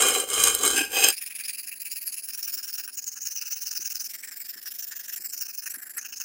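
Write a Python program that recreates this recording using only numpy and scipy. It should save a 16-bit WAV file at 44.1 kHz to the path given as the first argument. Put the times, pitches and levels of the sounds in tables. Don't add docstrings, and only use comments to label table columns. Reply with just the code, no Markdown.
import sys
import numpy as np
from scipy import signal
from scipy.fft import rfft, irfft, next_fast_len
from scipy.io import wavfile
from scipy.ndimage import uniform_filter1d, map_coordinates

SR = 44100
rng = np.random.default_rng(int(sys.argv[2]) if len(sys.argv) > 2 else 0)


def rack_gain(trim_db):
    fader = np.asarray(trim_db, float)
    return 10 ** (fader / 20)


def bounce(signal):
    frames = np.transpose(np.atleast_2d(signal))
    limited = np.clip(frames, -1, 1)
    pcm = np.round(limited * 32767).astype(np.int16)
    wavfile.write(sys.argv[1], SR, pcm)


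N = 275184
TIME = np.arange(N) / SR
CUT_S = 1.125


def unit(x):
    return x / np.sqrt(np.mean(np.abs(x) ** 2) + 1e-20)


def wobble(rate, t=TIME):
    knots = rng.standard_normal(int(N * rate / SR) + 4)
    return map_coordinates(knots, [t * rate])


def coloured(x, spectrum):
    size = next_fast_len(N + 8192)
    hz, db = np.transpose(spectrum)
    log_f = np.log(np.fft.rfftfreq(size, 1 / SR) + 1)
    gain = rack_gain(np.interp(log_f, np.log(hz), db))
    return unit(irfft(rfft(x, size) * gain, size)[:N])


def decay(since_s, t60_s):
    return -60 * np.maximum(since_s, 0) / t60_s


def grit(spike_db, bite_db, bite_rate, bite_s):
    chance, size, spike = rng.random(N), rng.exponential(size=N), rng.exponential(size=N)
    bites = (chance < bite_rate / SR) * rack_gain(bite_db * np.minimum(size, 3))
    crumbling = signal.lfilter([1], [1, -np.exp(-1 / (bite_s * SR))], bites)
    x = (1 + crumbling) * rack_gain(spike_db * np.minimum(spike, 3.5)) * rng.standard_normal(N)
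    power = uniform_filter1d(x * x, size=round(6 * SR / bite_rate))
    return unit(x / np.sqrt(np.abs(power)))


# pitch_hz, level_db per Hz
AIR_SPECTRUM = [(15, -53), (25, -25), (128, -9), (233, 0.5), (805, -7), (1300, -6.5), (1690, 6),
                (2860, -120)]
# pitch_hz, level_db
HUM_LINES = [(247.6, -78.5), (360.7, -81.5), (742.9, -80)]
# start_s, peak_db
TABLE_BUMPS = [(1.4, -62), (2.564, -57), (3.791, -53), (4.559, -55), (5.197, -56), (5.766, -52.5),
               (5.95, -60)]


def room():
    air = rack_gain(-69.0 + 0.9 * wobble(8)) * coloured(rng.standard_normal(N), AIR_SPECTRUM)
    hum = np.zeros(N)
    for hz, db in HUM_LINES:
        level = rack_gain(db + 3 + 1.5 * wobble(3.05))
        hum += level * np.sin(2 * np.pi * hz * TIME + .6 * wobble(15))
    bumps = np.zeros(N)
    for s, db in TABLE_BUMPS:
        bumps += rack_gain(db - 3.5 + decay(TIME - s, t60_s=0.13)) * (TIME > s)
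    table = coloured(rng.standard_normal(N), [(50, -29), (130, 0), (350, 10), (900, -32)])
    thud = rack_gain(-63 - 60 * np.abs(TIME - 3.79 - .015) / 0.083) * np.sin(2 * np.pi * 95 * TIME)
    rumble = coloured(rng.standard_normal(N), [(20, -14), (45, -10.5), (250, -21)])
    rumble *= rack_gain(-45.5 - 4.5 * TIME + 5.9 * wobble(7.25)) * np.clip((CUT_S - TIME) * 10, 0, 1)
    return air + hum + thud + bumps * table + rumble


def ring(forces, edges_hz, places, fade_s):
    out = np.zeros(N + SR)
    starts = [s for s, _ in places] + [N / SR + 1]
    for k, (s, modes) in enumerate(places):
        end = starts[k + 1]
        weight = np.interp(TIME, [s - fade_s, s + fade_s, end - fade_s, end + fade_s], [k == 0, 1, 1, 0])
        on = np.flatnonzero(weight)
        size = next_fast_len(len(on) + 8192)
        f = np.fft.rfftfreq(size, 1 / SR)
        hz, width, db = np.transpose(modes)[..., None]
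        sign = (-1.) ** np.arange(len(modes))[:, None]
        each = sign * rack_gain(db) * 1j * f * width / (hz * hz - f * f + 1j * f * width)
        groups = []
        for low, high in edges_hz:
            inside = (hz[:, 0] > low) & (hz[:, 0] <= high)
            groups.append(unit(each[inside].sum(axis=0)))
        driven = rfft(weight[on] * forces[:, on], size) * groups
        out[on[0]:][:size] += irfft(driven.sum(axis=0), size)
    return out[:N]


# start_s, peak_db, low_share_db
CRUNCHES = [(0.084, -0.5, -6), (0.1497, -6, 1.5), (0.288, -14, -6), (0.4, -13, -31), (0.438, 4, -22),
            (0.4819, 2, -6), (0.5492, 0, -33), (0.635, -3, -4.5), (0.6521, -2.5, -3.5), (0.7684, -10, -4),
            (0.783, -21, 10), (0.928, -22, -5), (1.0444, 3.5, -29), (1.086, 1, -16), (1.1029, 0, -24)]


def crunches():
    crack, knock, t = np.zeros(N), np.zeros(N), TIME[:600]
    for s, db, low_db in CRUNCHES:
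        burst = rng.standard_normal(600) * rack_gain(decay(t, t60_s=0.0053))
        start = round(s * SR)
        crack[start:][:600] += rack_gain(db - 8.5) * burst
        knock[start:][:600] += rack_gain(db + low_db - 6.0) * burst
    return crack, knock


# time_s, rasp_db
PRESSURE_CURVE = [(0.005, -20), (0.06, -22.5), (0.12, -26.5), (0.21, -28.5), (0.265, -46), (0.31, -28.5),
                  (0.47, -20.5), (0.575, -37), (0.664, -19.5), (0.71, -28), (0.79, -25.5), (0.839, -35.5),
                  (0.885, -53.5), (0.921, -39.5), (0.931, -31), (1, -26), (1.045, -22), (1.125, -30)]
# start_s, place (heel 0 to tip 1), body_db, low_blade_db, top_blade_db
CONTACT = [
    (0, 0.02, -9, -2.5, -14.5),
    (0.13, 0.013, -8, -5, -13),
    (0.28, 0.03, -13.5, -4.5, -15),
    (0.59, 0.11, -11, -4, -14),
    (0.75, 0.67, -9, 2, -11.5),
    (0.91, 0.84, -10, 1.2, -8),
]
# pitch_hz, width_hz
BLADE_MODES = [(300, 140), (470, 71), (780, 46), (1150, 70), (1480, 79), (1610, 30), (2185, 50),
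               (2430, 14.5), (2550, 92), (2850, 67), (3130, 56), (3990, 54), (4850, 93), (5160, 29),
               (6330, 93), (6610, 67), (7500, 206), (8570, 82), (8860, 190), (9760, 150), (11350, 140),
               (12800, 74), (13300, 360), (14400, 96), (15250, 350)]
AT_HEEL = [-13, -1, -8, -2.5, -9, -4, -5.5, 2, -12.5, -2.5, 2, -6.5, -17.5, -3, -8.5, -3, -5, 0.5, -5, -8.5,
           -14, -18, -13, -11, -19]
AT_BELLY = [-2.5, -9, -12, 4, 8, 3, -3, -21, -26, -35, 16.5, -2, -21, -27, -10, -4, -9, -1.5, -32, -7, -29,
            -13, -14, -8, -14]
AT_CURVE = [-8.5, -6.5, -7.5, -21, -12, 0.5, -40, -11, -2.5, -8, -6.5, -14, -10, -1.5, -7, -20, -7, -2, -8,
            -10, -16, -21, -14, -24, -27]
AT_TIP = [-11, 3.5, 7.5, -5.5, -15.5, -4, -30, -5, 0.5, -6, 7, -4, -3.5, 1, -0.5, 10, -9, -1.5, -17, -18,
          -36, -18, -8, -12, -14]
# pitch_hz, level_db per Hz
GRIT_SPECTRUM = [(350, -45), (1000, -32), (4000, 2), (8000, 10), (12000, 2.5), (16000, -30)]


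def heavy_strokes():
    rasp_db = np.interp(TIME, *np.transpose(PRESSURE_CURVE))
    rasp = rack_gain(rasp_db) * (TIME < CUT_S)
    since, place, *rel_db = np.transpose(CONTACT)
    spot = np.searchsorted(since, TIME, "right") - 1
    parts = []
    for part_db, follows in zip(rel_db, [0.79, 1, 0.67]):
        smooth_db = uniform_filter1d(part_db[spot], size=2000)
        parts.append(rasp * rack_gain(smooth_db + (follows - 1) * (rasp_db + 17)))
    body, low, top = parts
    scrape = grit(spike_db=2.9, bite_db=4.5, bite_rate=100, bite_s=0.0017)
    deep = grit(spike_db=3.0, bite_db=1.0, bite_rate=70, bite_s=0.0055)
    crack, knock = crunches()
    forces = np.array([body * deep, low * unit(deep + scrape) + knock,
                       rasp * scrape + crack, top * scrape + 0.54 * crack])
    bands_hz = [(0, 1000), (1000, 3600), (3600, 10500), (10500, SR)]
    along = zip(AT_HEEL, AT_BELLY, AT_CURVE, AT_TIP)
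    levels = np.transpose([np.interp(place, np.arange(4) / 3, dbs) for dbs in along])
    places = []
    for s, dbs in zip(since, levels):
        places.append((s, [(hz, width, db) for (hz, width), db in zip(BLADE_MODES, dbs)]))
    bright = rasp * scrape + 1.4 * crack
    direct = rack_gain(-9.5) * coloured(bright, GRIT_SPECTRUM) * np.std(bright)
    thin = signal.butter(4, 200, "high", fs=SR, output="sos")
    return signal.sosfilt(thin, ring(forces, bands_hz, places, fade_s=0.039) + direct)


def echo(x, t60_s):
    t = TIME[:SR // 2]
    tail = rng.standard_normal(len(t)) * rack_gain(decay(t, t60_s)) * (t > .004)
    return signal.fftconvolve(x, tail / np.linalg.norm(tail))[:N]


# first_turn_s, push_db, pull_db, low_blade_db
STROKE_BOUTS = [(1.113, -33, -35.5, -7), (1.293, -36.5, -34.5, -8), (1.473, -31.5, -34.5, -10),
                (1.662, -34, -35, -10.5), (1.841, -34.5, -34.5, -14.5), (2.052, -31, -32.5, -18),
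                (2.27, -33, -32.5, -17.5), (2.465, -33, -33, -16.5), (2.666, -33, -34.5, -19),
                (2.87, -42.5, -40.5, -9.5), (3.057, -32.5, -36.5, -26.5), (3.245, -31, -33.5, -20),
                (3.445, -32, -30.5, -16), (3.65, -31.5, -31, -20), (3.841, -31.5, -31, -16.5),
                (4.034, -36, -32.5, -22.5), (4.223, -36, -36.5, -12.5), (4.394, -36, -39, -14),
                (4.562, -38, -40, -13.5), (4.733, -36, -34.5, -19.5), (4.903, -33, -38.5, -14),
                (5.074, -37, -34.5, -13), (5.236, -33.5, -38, -17), (5.4, -30, -38.5, -18.5),
                (5.569, -36.5, -38, -18.5), (5.733, -35, -44, -9.5), (5.889, -40.5, -45, -12.5),
                (6.04, -34.5, -45, -8.5), (6.192, -36, -28, -11)]
# turn_s, harder_db, low_blade_stronger_db
STRAY_STROKES = [(1.381, 2, 1), (1.624, -2, -3), (1.75, -7.5, -1), (1.789, 0.5, -2), (2.111, 3, -0.5),
                 (2.22, -1.5, -1.5), (2.77, 5.5, 1.5), (2.825, -2.5, -3), (2.915, -1.5, -17),
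                 (2.965, 2.5, 3.5), (3.011, 0.5, -15), (3.152, -3.5, 10.5), (3.403, -1, 2.5),
                 (3.552, 0.5, 1.5), (4.129, 2.5, 1), (4.174, -6.5, 3), (4.304, -4, 5), (4.649, 5.5, 4),
                 (4.703, 2.5, 1), (4.988, -0.5, 0.5), (5.025, 1.5, -4), (5.284, 1.5, -16),
                 (5.363, 4.5, -12), (5.477, -1.5, 7.8), (5.525, 1.5, -2), (5.653, 3.5, 4.2),
                 (5.691, 4.5, -4), (5.851, 0, 3), (5.964, 3.5, 0), (6.153, -0.5, -14)]


def stroke_plan():
    last_turn_s = 6.35
    s, push_db, pull_db, low_db = np.transpose(STROKE_BOUTS)
    first, k = 4 * np.arange(len(s)), np.arange(4 * len(s))
    pull = k % 2 == 1
    turn = np.interp(k, np.append(first, len(k)), np.append(s, last_turn_s))
    turn += 0.0028 * pull
    peak_db = np.where(pull, np.interp(k, first + 1, pull_db), np.interp(k, first, push_db))
    peak_db += 1.5 * rng.standard_normal(len(k))
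    low_db = np.interp(k, first, low_db) - 3.5 * (pull - .5)
    for at, harder_db, stronger_db in STRAY_STROKES:
        j = np.argmin(abs(turn - at))
        turn[j] = at
        peak_db[j] += harder_db
        low_db[j] += stronger_db
    peak = turn + np.where(pull, 0.54, 0.41) * np.diff(turn, append=last_turn_s)
    return turn, peak, peak_db, low_db


# start_s, peak_db
SNAPS = [(2.8781, -25), (2.9917, -21), (3.0425, -21), (3.4136, -18)]


def quick_scratch(turn, peak, peak_db, phase):
    rising = phase % 2 < 1
    swell = np.abs(np.sin(np.pi * phase / 2)) ** np.where(rising, .6, 1.3)
    bite_at = .42 + .06 * rng.standard_normal(len(turn))
    bite = np.repeat(bite_at, 2)[phase.astype(int)]
    swell *= rack_gain(-7 * np.clip((bite - phase % 2) / .07, 0, 1))
    resting = rack_gain(-20.5)
    level = np.interp(TIME, peak, rack_gain(peak_db)) * (resting + swell) * (TIME > turn[0])
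    snaps = np.zeros(N)
    for s, db in SNAPS:
        snaps += rack_gain(db - 3 + decay(TIME - s, t60_s=0.0048)) * (TIME > s)
    scratch = level * grit(spike_db=1.0, bite_db=-1.0, bite_rate=260, bite_s=0.0015)
    return scratch + snaps * rng.standard_normal(N)


# start_s, hold, hand_damping_db, singing_mode_hz, singing_mode_db
GRIP_CHANGES = [(1.15, "loose", -18, 9900, -1.5), (1.53, "loose", -34, 10900, -2.5),
                (1.93, "loose", -38, 11100, 1.5), (2.27, "firm", -29, 10350, -6),
                (2.95, "firm", -43, 6550, 9.5), (3.299, "firm", -35, 6000, 8),
                (3.7, "firm", -33.5, 6100, 4.5), (4.08, "turned", -25, 16300, 2),
                (4.46, "flat", -18, 5470, -4), (4.76, "flat", -21, 6400, -6),
                (5.18, "turned", -46, 7800, -6), (5.321, "firm", -40, 6030, 0),
                (5.7, "lifted", -30, 11400, 1), (5.983, "firm", -35, 6330, 7)]


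def held(values, t, glide_s):
    s = np.array([g[0] for g in GRIP_CHANGES])
    ends = np.append(s[1:] - glide_s, N / SR + 1)
    return np.interp(t, np.ravel([s + glide_s, ends], "F"), np.repeat(values, 2))


# pitch_hz, level_db
LOOSE_MODES = [(1850, -4.5), (2520, 5), (4980, -6.5), (6890, -11.5), (9860, -7), (10400, -28), (12800, -18),
               (14600, -1.3), (15630, -2)]
FIRM_MODES = [(1620, -13.5), (2720, -11), (5470, 2), (6890, -3.5), (9200, -11), (10480, -11.5),
              (13100, -11.5), (14630, 2), (15500, 7)]
TURNED_MODES = [(1740, 2.5), (2200, 0), (5400, -0.1), (7580, 3), (9300, -6), (11000, -10.5), (13200, -2.5),
                (14620, 8), (15300, -22)]
FLAT_MODES = [(1720, -4.5), (2800, -11.5), (5470, 1), (7320, -3), (9860, -7.5), (10900, -11), (13520, -4),
              (14640, 11.5), (15300, -8)]
LIFTED_MODES = [(1720, 11), (2150, -0.5), (5300, -5.5), (7710, 5.5), (9300, -5), (10800, 1.5), (12530, 1),
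                (14600, 11), (15420, -8)]
MODE_WIDTHS = [380, 430, 650, 520, 900, 1200, 1200, 330, 520]
MODE_SLIDES = [-0.031, 0.035, 0.048, 0.032, -0.0029, 0.03, -0.012, 0.011, 0.016, 0.035]


def quick_strokes():
    turn, peak, peak_db, low_db = stroke_plan()
    phase = np.interp(TIME, np.ravel([turn, peak], "F"), np.arange(2 * len(turn)))
    scratch = quick_scratch(turn, peak, peak_db, phase)
    f, t, z = signal.stft(scratch, SR, nperseg=320, noverlap=240)
    f = f[:, None]
    frame_phase = phase[np.minimum(np.round(t * SR).astype(int), N - 1)]
    heel_to_tip = np.cos(np.pi * frame_phase / 2)
    holds = dict(loose=LOOSE_MODES, firm=FIRM_MODES, turned=TURNED_MODES,
                 flat=FLAT_MODES, lifted=LIFTED_MODES)
    modes = np.array([list(holds[hold]) + [(hz, db)] for _, hold, _, hz, db in GRIP_CHANGES])
    step_s, drift_s = .004, .06
    singing_width = .11 * held(modes[:, -1, 0], t, step_s)
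    power = []
    for k, (width, slide) in enumerate(zip(list(MODE_WIDTHS) + [singing_width], MODE_SLIDES)):
        hz = held(modes[:, k, 0], t, drift_s if k < 3 else step_s)
        hz = hz * (1 + slide * (heel_to_tip + 0.6 * wobble(8.3, t)))
        strength = rack_gain(2 * held(modes[:, k, 1], t, glide_s=0.093))
        power.append(strength / (1 + (2 * (f - hz) / width) ** 2) ** 2)
    power = np.array(power)
    power[:2] *= rack_gain(2 * np.interp(t, peak, low_db)) / power[:2].sum(axis=0).mean(axis=0)
    power[2:] /= power[2:].sum(axis=0).mean(axis=0)
    stroke = frame_phase.astype(int) // 2
    flare_db = []
    for _ in power:
        by_stroke = 2.2 * rng.standard_normal(len(turn))[stroke]
        flare_db.append(by_stroke + 1.8 * wobble(28, t) + 0.52 * wobble(160, t))
    flare = rack_gain(flare_db)
    direct = rack_gain(-16) / (1 + (2300 / (f + 1)) ** 6)
    gain = np.sqrt((power * flare[:, None] ** 2).sum(axis=0) + direct)
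    hand_db = np.minimum(held([g[2] for g in GRIP_CHANGES], t, glide_s=0.014) + 21, 0)
    damped_db = hand_db * np.exp(-((f - 3520) / 400) ** 2)
    return signal.istft(z * gain * rack_gain(damped_db), SR, nperseg=320, noverlap=240)[1][:N]


def scene():
    background, heavy = room(), heavy_strokes()
    heavy = heavy + rack_gain(-11.5) * echo(heavy, t60_s=0.35)
    heavy *= np.clip((CUT_S + 0.0092 - TIME) / 0.041, 0, 1)
    return (heavy + quick_strokes() + background)[None]


def band_limit(x):
    return signal.sosfilt(signal.butter(12, 16500, fs=SR, output="sos"), x)


def record(dry):
    top = signal.ellip(8, .5, 30, 15880, fs=SR, output="sos")
    mix = signal.sosfilt(top, dry)
    return band_limit(mix)


dry = scene()
out = record(dry)
bounce(out)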